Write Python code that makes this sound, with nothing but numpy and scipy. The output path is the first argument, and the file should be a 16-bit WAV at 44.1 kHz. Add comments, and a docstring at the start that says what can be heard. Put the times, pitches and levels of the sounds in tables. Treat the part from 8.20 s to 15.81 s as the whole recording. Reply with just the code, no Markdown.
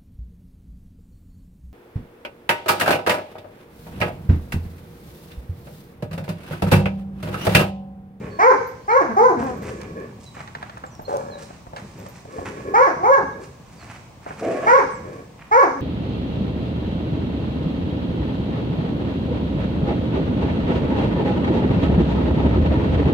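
"""Yelping barks ring around a fenced back yard as three dogs wrestle on dry dirt a few metres away.
In each of the seven barks the vocal folds tighten, so the pitch scoops up to a yelp, then go slack, so
it sags. Between barks, slack folds moan and growl, ears and paws slap, bodies scuff and thud on the
ground and a metal collar tag tinkles. Small birds whistle over a low outdoor rumble."""
import sys
import numpy as np
from scipy import signal
from scipy.fft import rfft, irfft, next_fast_len
from scipy.io import wavfile
from scipy.ndimage import uniform_filter1d, minimum_filter1d

SR = 44100
rng = np.random.default_rng(int(sys.argv[2]) if len(sys.argv) > 2 else 0)


def unload_audio(sound):
    """Save the sound as a 16-bit wav file, at the path given as the first command line argument."""
    columns = np.transpose(np.atleast_2d(sound))
    # keep every value between -1 and 1, then stretch to whole-number steps
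    steps = np.round(np.clip(columns, -1, 1) * 32767)
    wavfile.write(sys.argv[1], SR, steps.astype(np.int16))


N = 335601

# The tone of fine grit. Each row: frequency in Hz, level in dB. Levels in all tables are relative.
GRIT_TONE = [(1000, -28), (3000, -8), (5500, -3), (8500, -3.5), (10200, -14.5), (15500, -21.5)]


def barks():
    """Seven barks, each with its own timing, pitch and force."""
    # Each row: the settings of bark() in order, with times in seconds, pitches in Hz and levels in dB;
    # bright_db and yelp_bright_db are in dB per octave, and hoarse is a plain factor.
    calls = [(0.186, 0.1, .048, .036, 301.3, 528, 522, -7.5, 3.5, -2.5, 1.5, -5, 0.88, 4.5, 0.076),
             (0.677, 0.099, .055, 0.033, 380.5, 534.2, 554.4, -12, -0.5, -1, -1.5, 1, 1, 7.5, 0.12),
             (0.963, .093, 0.07, 0.051, 363.7, 549.6, 510, -8.5, -6.5, 4.5, -7.5, 4.5, 1, 9.5, .15),
             (4.536, .096, 0.033, 0.037, 365.4, 520, 564.4, -8.5, -7.5, -0.5, -0.5, 4, 1.34, 5.5, 0.13),
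             (4.827, .115, .072, .047, 340, 640, 550.1, -10, -2.5, 6, -5, 11, 0.74, 13, 0.12),
             (6.462, 0.094, .016, 0.039, 358.6, 496, 559.6, -7, -2, -4, 0, 1, 1, 1.5, 0.097),
             (7.31, 0.086, 0.024, 0.037, 377, 495, 567, -7, -2, 0.5, -0.5, 3, 0.72, 4.5, 0.12)]
    out = np.zeros(N)
    for row in calls:
        add(out, *bark(*row))
    return out


def bark(start, rise_s, scoop_s, fall_s, start_hz, held_hz, yelp_hz, effort_db, crescendo_db,
         mouth_db, bright_db, yelp_bright_db, hoarse, muzzle_db, tail_s):
    """The pitch scoops up to a held note, jumps to a yelp, then sags as the folds go slack."""
    # How a bark unfolds. Each row: stage (0 start, 1 yelp, 2 end), effort in dB, mouth ring in dB,
    # brightness in dB per octave, boost of the lowest harmonic in dB.
    course = [(0, -2.5, 9, -3, -7), (.2, -3.5, 1, 1, -8), (.42, -1, 6.5, 2, -3), (.72, 2.5, -2, -6, 4),
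              (1, 4, 11, 5.5, 3), (1.2, -5, 15.5, 3, 0.5), (1.35, -1, 1.5, -1, 3.5),
              (1.6, -22, -10.5, 0, 0.5), (2, -14.5, 9.5, -4.5, -4.5)]
    jump_s, slack_hz, fall_steepness = .036, 232.7, 2.6
    t = np.arange(0, rise_s + tail_s, 1 / SR)
    rising, since_yelp = np.minimum(t / rise_s, 1), np.maximum(t - rise_s, 0)
    hz = held_hz + (start_hz - held_hz) * np.exp(-t / scoop_s)
    jump = np.sin(np.pi / 2 * np.clip(1 + (t - rise_s) / jump_s, 0, 1)) ** 2
    hz += (yelp_hz - hz) * jump
    hz = slack_hz + (hz - slack_hz) / (1 + (since_yelp / fall_s) ** fall_steepness)
    stages, *columns = np.transpose(course)
    effort, mouth, bright, chest = (np.interp(rising + since_yelp / tail_s, stages, c) for c in columns)
    effort += effort_db + crescendo_db * (rising - .5)
    bright += bright_db + yelp_bright_db * jump * np.exp(-since_yelp / fall_s)
    return start, voice(t, hz, effort, mouth + mouth_db, bright, hoarse, chest, muzzle_db)


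def voice(t, hz, effort_db, mouth_db, bright_db, hoarse, chest_db, muzzle_db):
    """Vocal folds buzz through throat and mouth: hoarse when slack, clean when tight and high."""
    # The tone of the throat, and of air hissing past the teeth. Each row: frequency in Hz, level in dB.
    throat = [(150, -4), (280, -3.5), (400, -5.5), (510, -5.5), (680, 0), (930, -1), (1120, 1.5),
              (1330, -5), (1650, -11), (2000, -15), (2280, -18), (2650, -35.5), (3600, -48.5), (5600, -40),
              (10000, -74)]
    teeth = [(2000, -38), (3700, -2), (5000, -10.5), (6200, 3), (7200, -17), (9000, -12.5), (10500, -33)]
    # Each row: pitch in Hz, how rough the folds sound there as a factor.
    roughness = [(220, .4), (360, .3), (450, .16), (520, .07), (560, .05)]
    mouth_hz, mouth_width_hz = 840, 630
    open_hz, closed_hz, closing_s = 2230, 1630, .032
    rough = hoarse * read(roughness, hz) * amp(.5 * bright_db)  # hard-driven folds are hoarser too
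    jitter = .022 * np.sqrt(rough) * drift(len(t), 415)
    phase = 2 * np.pi * np.cumsum(hz * (1 + jitter)) / SR
    harmonic = np.r_[np.arange(1, 6, .5), np.arange(6, 21)][:, None]
    harmonic_hz = harmonic * hz
    mouth = mouth_db * np.exp(-((harmonic_hz - mouth_hz) / mouth_width_hz) ** 2)
    # The lips come forward as the pitch nears its top and pull the muzzle's ring down.
    closing = np.clip(1 + (t - t[np.argmax(hz)]) / closing_s, 0, 1)
    muzzle_hz = open_hz + (closed_hz - open_hz) * closing
    lips = muzzle_db * np.exp(-((harmonic_hz - muzzle_hz) / 170) ** 2)
    tilt = chest_db * (harmonic == 1) + bright_db * np.log2(np.minimum(harmonic, 5))
    strength = amp(read(throat, harmonic_hz) + mouth + lips + tilt)
    # Strong and weak cycles take turns, adding faint tones halfway between the harmonics.
    strength *= np.where(harmonic % 1, .14 * rough, 1)
    flutter = 1 + .25 * rough * harmonic * np.array([drift(len(t), 350) for _ in harmonic])
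    folds = (strength * flutter * np.cos(harmonic * phase)).sum(0) / np.sqrt((strength ** 2).sum(0) / 2)
    puffs = rng.standard_normal(len(t)) * (1 + np.cos(phase))  # air bursts through once a cycle
    rasp = .39 * rough * colour(puffs, throat, tilt_db=9.5)
    hiss = amp(-39) * colour(puffs, teeth)
    fade = np.clip(np.minimum(t, t[-1] - t) / .011, 0, 1)  # folds need a few cycles to start and stop
    return amp(effort_db) * (folds + rasp + hiss) * fade


def moans():
    """The same voice, slack and low, slides into or out of some barks."""
    # Each row: start and length in seconds, first and last pitch in Hz, effort and mouth ring in dB.
    slides = [(.885, .055, 233, 216.6, -22.5, -7), (1.16, 0.08, 241.6, 227.2, -23.5, -4),
              (1.213, 0.1035, 275, 242.2, -23.5, 6), (4.789, 0.044, 310, 390, -27.5, 6),
              (7.545, 0.056, 293, 254, -31.5, -5)]
    out = np.zeros(N)
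    for start, length, start_hz, end_hz, effort_db, mouth_db in slides:
        t = np.arange(0, length, 1 / SR)
        hz = np.geomspace(start_hz, end_hz, len(t))
        moan = voice(t, hz, effort_db, mouth_db, bright_db=-7, hoarse=.32, chest_db=-1, muzzle_db=8)
        add(out, start, moan)
    return out


def growl(events, throat, pulse_hz, uneven, hiss, chest_db, upper_db, swell, release_s=.022):
    """Slack folds flap unevenly; each flap and its puff of air make the throat ring."""
    # The ring of the upper throat. Each row: frequency in Hz, level in dB.
    upper_throat = [(500, -62), (900, -41), (1120, 24.5), (1350, -25.5), (1700, 17), (2000, -8.5),
                    (2350, 5.5), (3200, -44.5), (8000, -63.5)]
    cycles = np.cumsum(pulse_hz * np.exp(uneven * drift(N, 70))) / SR
    flaps = unit(np.diff(np.floor(cycles), prepend=0))
    puffs = unit(np.exp(-(cycles % 1) / 2) * rng.standard_normal(N))
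    drive = (flaps + hiss * puffs) * amp(2.2 * drift(N, 80))
    chest = amp(chest_db) * envelope(events, swell, release_s, column=2)
    upper = amp(upper_db) * envelope(events, swell, release_s, column=3)
    return chest * colour(drive, throat) + upper * colour(drive, upper_throat)


def mutters():
    """Deep growls with the mouth nearly shut."""
    # Each row: start and length in seconds, chest and upper throat levels in dB.
    events = [(0.0, 0.25, -41.5, -45), (1.29, 0.24, -38, -46.5), (1.52, 0.19, -40.5, -47),
              (1.75, 0.073, -36, -40.5), (4.07, 0.056, -45.5, -50), (4.13, 0.088, -38, -45),
              (4.22, 0.27, -39, -45), (4.45, 0.12, -36, -45), (5.15, 0.073, -39, -46.5),
              (6.82, 0.18, -38.5, -46)]
    # The throat's tone. Each row: frequency in Hz, level in dB.
    throat = [(60, -30), (170, -25), (300, -8.5), (440, -3), (600, -10.5), (800, -37), (1100, -19),
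              (2500, -57.5)]
    return growl(events, throat, pulse_hz=94.3, uneven=.17, hiss=.97, chest_db=2.5, upper_db=0, swell=.067)


def snarls():
    """Short growls with slower, more ragged flaps."""
    # Each row: start and length in seconds, chest and upper throat levels in dB.
    events = [(2.87, 0.094, -23, -40), (2.97, 0.14, -35.5, -35), (3.11, 0.12, -42, -38),
              (3.525, 0.047, -41, -45), (3.76, 0.12, -44.5, -59)]
    # The throat's tone. Each row: frequency in Hz, level in dB.
    throat = [(80, -27), (250, -24.5), (440, -9), (510, -4.5), (570, 1.5), (650, -16.5), (760, -9),
              (1000, -13), (1500, -24.5), (3000, -60.5)]
    return growl(events, throat, pulse_hz=75, uneven=.42, hiss=.65, chest_db=2.5, upper_db=-9, swell=.28)


def rattle():
    """A rattling growl as one dog is thrown over."""
    # Each row: start and length in seconds, chest and upper throat levels in dB.
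    events = [(6.195, 0.14, -22, -40), (6.33, 0.14, -27, -30.5), (6.87, 0.16, -51, -56)]
    # The throat's tone. Each row: frequency in Hz, level in dB.
    throat = [(80, -26), (260, -6.5), (380, -3.5), (560, -1), (720, -2.5), (900, -33.5), (1400, -45),
              (3000, -75)]
    return growl(events, throat, pulse_hz=102.8, uneven=.42, hiss=1, chest_db=-2, upper_db=-4.5,
                 swell=.24, release_s=.021)


def slaps(rebound_s=.0024):
    """Ears, jaws and paws make soft slaps that land twice."""
    # Each row: start in seconds, peak in dB, seconds to fade by 60 dB, brightness in dB per octave.
    hits = [(1.615, -32, 0.035, 11), (2.167, -32, 0.047, 0), (2.204, -29, 0.043, 5),
            (2.275, -35, 0.078, 6.5), (2.35, -24, 0.06, 6), (2.427, -24.5, 0.082, 5.5),
            (2.495, -32, 0.055, 7), (2.57, -30.5, 0.11, 5), (2.637, -26, 0.11, -1), (2.674, -51, 0.068, 4),
            (2.793, -26.5, 0.21, -8), (3.304, -31, 0.073, -5), (3.467, -29, 0.048, -7.5),
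            (3.533, -29, 0.047, -7), (3.562, -30.5, 0.16, 8.5), (3.862, -31.5, 0.05, -3.5),
            (4.052, -33.5, 0.054, -8.5), (4.183, -23, 0.099, -7), (5.94, -59, 0.06, -4),
            (6.062, -25, 0.17, -2.5), (6.105, -26.5, 0.089, 0)]
    # A slap's tone. Each row: frequency in Hz, level in dB.
    tone = [(100, 5.5), (400, 2.5), (700, 17), (1600, 6.5), (2500, -11), (4000, -20), (8000, -38.5),
            (15000, -69)]
    out, t = np.zeros(N), np.arange(SR // 5) / SR
    landing = np.exp(-t / .0025)
    rebound = (t > rebound_s) * np.exp(-abs(t - rebound_s) / .0035)
    for start, db, ring_s, bright_db in hits:
        fade = amp(-60 * t / ring_s) * (.94 + landing + .94 * rebound)
        slap = colour(rng.standard_normal(len(t)) * fade, tone, bright_db)
        add(out, start, amp(db + 1) * slap / loudest(slap, samples=130))
    return out


def claws():
    """Grit ticks sharply under claws."""
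    # Each row: start in seconds, peak in dB.
    ticks = [(0.674, -48), (1.614, -36), (1.633, -43), (1.8003, -48), (2.3511, -58), (2.428, -49),
             (2.579, -42), (2.6643, -42.5), (2.751, -41), (2.969, -29)]
    out, t = np.zeros(N), np.arange(SR // 5) / SR
    for start, db in ticks:
        tick = colour(rng.standard_normal(len(t)) * np.exp(-t / .0012), GRIT_TONE, tilt_db=1.5)
        add(out, start, amp(db - 1) * tick / loudest(tick, samples=60))
    return out


def scuffs():
    """Paws and coats drag through dry dirt: fine sand hisses and coarse grains rub."""
    # Each row: start and length in seconds, sand and rubbing levels in dB.
    strokes = [(0.0, 0.093, -59, -40.5), (1.18, 0.11, -47.5, -36.5), (1.41, 0.085, -44, -35.5),
               (1.6, 0.042, -72, -36.5), (1.78, 0.13, -67, -44.5), (2.0, 0.036, -48, -58),
               (2.14, 0.074, -48.5, -35.5), (2.35, 0.13, -59, -41), (2.5, 0.09, -66, -47),
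               (2.87, 0.12, -45.5, -42.5), (3.174, 0.051, -42.5, -43), (3.27, 0.092, -70, -45),
               (3.556, 0.031, -45, -33.5), (3.62, 0.078, -52.5, -53), (3.7, 0.29, -53.5, -47.5),
               (4.08, 0.15, -52, -47), (4.25, 0.041, -46.5, -32), (4.32, .19, -55, -46),
               (5.2, 0.05, -52, -48), (5.4, 0.31, -55, -51), (5.59, .17, -54, -41), (6.01, 0.14, -52, -41),
               (6.15, 0.43, -47.5, -33), (6.72, 0.29, -59, -50), (7.17, 0.12, -75, -44)]
    # The tone of rubbing. Each row: frequency in Hz, level in dB.
    rub_tone = [(300, -28.5), (700, 8.5), (1600, 6), (2500, 3.5), (3300, -9.5), (6000, -32)]
    fine = colour(grains(per_s=7000, spread_db=4.2), GRIT_TONE)
    coarse = colour(grains(per_s=2500, spread_db=1.5), rub_tone)
    sand = amp(-3) * envelope(strokes, swell=.16, release_s=.03, column=2) * fine
    rub = amp(-4) * envelope(strokes, swell=.2, release_s=.017, column=3) * coarse
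    return (sand + rub) * amp(2.96 * drift(N, 45))


def tumble():
    """Bodies bump and roll on the ground in dull, overlapping thuds."""
    # Each row: start and length in seconds, level in dB.
    bumps = [(0.0, 0.071, -33), (.2, 0.2, -48.5), (.9, 0.22, -42), (1.17, 0.19, -32.5), (1.4, 0.22, -35),
             (1.7, 0.16, -37.5), (2.14, 0.064, -44), (2.35, 0.21, -47), (2.95, 0.24, -40.5),
             (3.59, 0.081, -41.5), (3.75, 0.096, -37.5), (4.25, 0.064, -33), (4.38, 0.16, -41),
             (4.76, 0.04, -38), (4.99, 0.16, -40.5), (5.5, 0.21, -48.5), (6.07, 0.18, -41),
             (6.45, 0.24, -43.5), (6.72, 0.19, -40.5), (7.56, 0.041, -44)]
    # A thud's tone. Each row: frequency in Hz, level in dB.
    tone = [(20, -44.5), (35, -55), (55, -3.5), (115, -0.5), (200, 2.5), (280, -7.5), (500, -10.5),
            (1500, -65.5)]
    trample = amp(-53)  # feet that never keep still
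    weight = trample + amp(-4) * envelope(bumps, swell=.083, release_s=.077, column=2)
    return weight * colour(grains(per_s=1200, spread_db=3.2), tone)


def collar_tag():
    """A small metal tag rings with a slightly different mix of tones at each strike."""
    # Each row: start in seconds, level in dB.
    strikes = [(0.47, -36), (0.597, -68), (0.9358, -50), (1.232, -44), (1.3698, -47), (1.4217, -43),
               (2.8165, -39), (3.5478, -64), (3.7863, -44), (3.8844, -43)]
    # The metal's own tones. Each row: frequency in Hz, level in dB, seconds to fade by 60 dB.
    tones = [(14150, -12, 0.09), (13950, -5, .12), (12930, -10, .1), (11700, -29, .1)]
    out, t = np.zeros(N), np.arange(SR // 4) / SR
    attack = 1 - np.exp(-t / .002)
    for start, db in strikes:
        for hz, tone_db, ring_s in tones:
            fade = amp(tone_db + 2 * rng.standard_normal() - 60 * t / ring_s)
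            add(out, start, amp(db - 1) * attack * fade * np.sin(2 * np.pi * hz * t))
    return out


def birds(warble=.009):
    """Thin gliding whistles from the trees."""
    # Each row: start and length in seconds, first and last pitch in Hz, level in dB.
    chirps = [(0.09, 0.11, 4410, 4380, -48.5), (.45, 0.05, 3700, 5200, -53),
              (0.547, 0.057, 5900, 5640, -61), (0.607, 0.074, 3600, 5600, -57),
              (0.698, 0.041, 4500, 3853, -40.5), (2.055, 0.046, 4050, 3830, -40),
              (2.648, 0.052, 7900, 6700, -48), (2.698, 0.082, 6240, 5250, -48),
              (2.847, 0.025, 4170, 4320, -35.5), (3.1, 0.069, 4300, 3780, -40),
              (5.125, 0.024, 3780, 3680, -55), (5.573, 0.069, 4810, 4000, -48),
              (6.69, 0.11, 9200, 6960, -48)]
    out = np.zeros(N)
    for start, length, start_hz, end_hz, db in chirps:
        size = int(length * SR)
        hz = np.geomspace(start_hz, end_hz, size) * (1 + warble * drift(size, 200))
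        whistle = np.sin(2 * np.pi * np.cumsum(hz) / SR)
        add(out, start, amp(db) * whistle * signal.windows.tukey(size, .6))
    return out


def air(level_db=-45.5, shared_below_hz=450):
    """A steady outdoor rumble, alike at both microphones in the bass."""
    # The rumble's tone. Each row: frequency in Hz, level in dB.
    tone = [(15, -63), (25, -6.5), (119, 6.5), (421, -12), (523, -8), (1110, -9), (1380, -20), (2300, -19),
            (3530, -24.5), (6050, -26), (9300, -30.5), (10400, -40), (15500, -33)]
    hz = np.fft.rfftfreq(N, 1 / SR)
    left, other = rfft(rng.standard_normal((2, N)))
    shared = 1 / (1 + (hz / shared_below_hz) ** 2)
    right = shared * left + np.sqrt(1 - shared ** 2) * other
    return amp(level_db) * unit(irfft(np.array([left, right]) * amp(read(tone, hz)), N))


def yard(x, left_lead_ms, echo_db, tail_db, shared_below_hz=420, build_s=.056):
    """Sound reaches two spaced microphones directly, then as echoes, then as a blurred tail."""
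    # Echoes off ground, fence, patio and house. Each row: delay in ms, gain, lead on the left in ms.
    echoes = [(1.93, -0.021, 0.48), (7.444, 0.086, -0.17), (12.498, -0.18, 0.06), (21.41, 0.21, -0.335),
              (33.32, 0.3, 0.191), (48.33, 0.12, -0.035)]
    # How long the yard rings. Each row: frequency in Hz, seconds to fade by 60 dB.
    ring_times = [(150, 0.76), (500, 0.6), (1100, 0.48), (2200, .62), (6000, 0.92), (14000, 0.23)]
    # Each row: frequency in Hz, how many dB louder the right microphone is than the left.
    right_boost = [(100, 3), (500, -2), (800, 1.5), (1100, -0.5), (1500, 2.5), (2200, 4.5), (5000, 5.5),
                   (8000, 3.5), (14000, -7.5)]
    paths = [(.0017, .74, left_lead_ms)] + [(ms, gain * amp(echo_db), lead) for ms, gain, lead in echoes]
    early = np.zeros((2, SR // 8))
    for ms, gain, lead in paths:
        arrival = (ms + np.array([[0], [lead]])) * SR / 1000 + 16
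        early += gain * np.sinc(np.arange(SR // 8) - arrival)
    band_hz, t, noise = signal.stft(rng.standard_normal((2, SR)), SR, nperseg=256)
    shared = 1 / (1 + (band_hz[:, None] / shared_below_hz) ** 4)
    noise[1] = shared * noise[0] + np.sqrt(1 - shared ** 2) * noise[1]
    build = 1 - np.exp(-(t / build_s) ** 2)  # under open sky the tail waits for the far walls to answer
    fade = amp(-60 * t / read(ring_times, band_hz)[:, None])
    tail = signal.istft(noise * fade * build, SR, nperseg=256)[1]
    size = next_fast_len(N + SR)
    response = rfft(early, size) + amp(tail_db) * rfft(tail / np.linalg.norm(tail[0]), size)
    balance = amp(np.array([[-.5], [.5]]) * read(right_boost, np.fft.rfftfreq(size, 1 / SR)))
    return irfft(rfft(x, size) * response * balance, size)[:, :N]


def amp(db):
    """Turns decibels into a gain."""
    return 10 ** (np.asarray(db) / 20)


def unit(x):
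    """Scales a sound to an average power of one."""
    return x / np.sqrt(np.mean(x ** 2) + 1e-20)


def loudest(x, samples):
    """The strength (rms) of a sound's loudest short stretch."""
    return np.sqrt(uniform_filter1d(x ** 2, size=samples).max())


def read(points, hz):
    """Reads between the rows of a table, on a logarithmic frequency scale."""
    row_hz, value = np.transpose(points)
    return np.interp(np.log(hz + 1), np.log(row_hz + 1), value)


def add(mix, start, sound):
    """Mixes a sound in at a start time in seconds."""
    part = mix[max(round(start * SR), 0):][:len(sound)]
    part += sound[:len(part)]


def colour(x, tone, tilt_db=0):
    """Filters a sound to a tone table, tilted by tilt_db per octave; the result has a power of one."""
    hz = abs(np.fft.fftfreq(4096, 1 / SR))
    log_gain = np.log(amp(read(tone, hz) + tilt_db * np.log2(hz / 1000 + .1)))
    taps = np.fft.ifft(np.exp(np.conj(signal.hilbert(log_gain)))).real  # rings only after a hit
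    return unit(signal.oaconvolve(x, taps[:len(taps) // 2])[:len(x)])


def drift(size, hz):
    """A random wander that changes about hz times a second."""
    knots = rng.standard_normal(size // 20 + 2)
    return unit(np.interp(np.arange(size) * hz / SR, np.arange(len(knots)), knots))


def envelope(events, swell, release_s, column):
    """Gain from one dB column: each event swells for a share of its length, holds and dies away."""
    gain = np.zeros(N)
    for row in events:
        start, length = row[:2]
        t = np.arange(0, length + 6 * release_s, 1 / SR)
        rise = np.minimum(t / (swell * length), 1)
        fade = np.exp(-np.maximum(t - length, 0) / release_s)
        add(gain, start, amp(row[column]) * rise * fade)
    return gain


def grains(per_s, spread_db):
    """A dense crackle of tiny impacts of very different sizes."""
    size = amp(spread_db * np.minimum(rng.exponential(1, N), 4))
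    return rng.standard_normal(N) * size * (rng.random(N) < per_s / SR)


def scene():
    """The dogs, the ground and the birds, all heard in the yard."""
    calls = amp(-.5) * (barks() + moans()) + mutters()
    snarling, rattling = snarls(), rattle()
    barker = yard(calls, left_lead_ms=.39, echo_db=1.5, tail_db=-13)
    tussle = snarling + slaps() + claws() + collar_tag()
    wrestlers = yard(tussle, left_lead_ms=.45, echo_db=-8, tail_db=-15)
    thrown_dog = yard(rattling, left_lead_ms=-.036, echo_db=3.5, tail_db=-12)
    dirt = amp(-2) * yard(scuffs(), left_lead_ms=-.033, echo_db=0, tail_db=-9.5)
    birdsong = amp(-4) * yard(birds(), left_lead_ms=0, echo_db=-1, tail_db=-14)
    return barker + wrestlers + thrown_dog + dirt + tumble() + birdsong + air()


def record(dry, bass_cut_hz=44, ceiling=.95, treble_cut_hz=15850):
    """The microphones lose the deepest bass, a limiter holds down peaks and the top treble is cut."""
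    x = signal.sosfilt(signal.butter(4, bass_cut_hz, "highpass", fs=SR, output="sos"), dry)
    safe_gain = np.minimum(1, ceiling / (abs(x).max(0) + 1e-9))
    x *= uniform_filter1d(minimum_filter1d(safe_gain, size=401), size=401)
    lowpass = signal.firwin(511, treble_cut_hz, window=("kaiser", 9), fs=SR)
    return signal.oaconvolve(x, lowpass[None], "same")


dry = scene()
out = record(dry)
unload_audio(out)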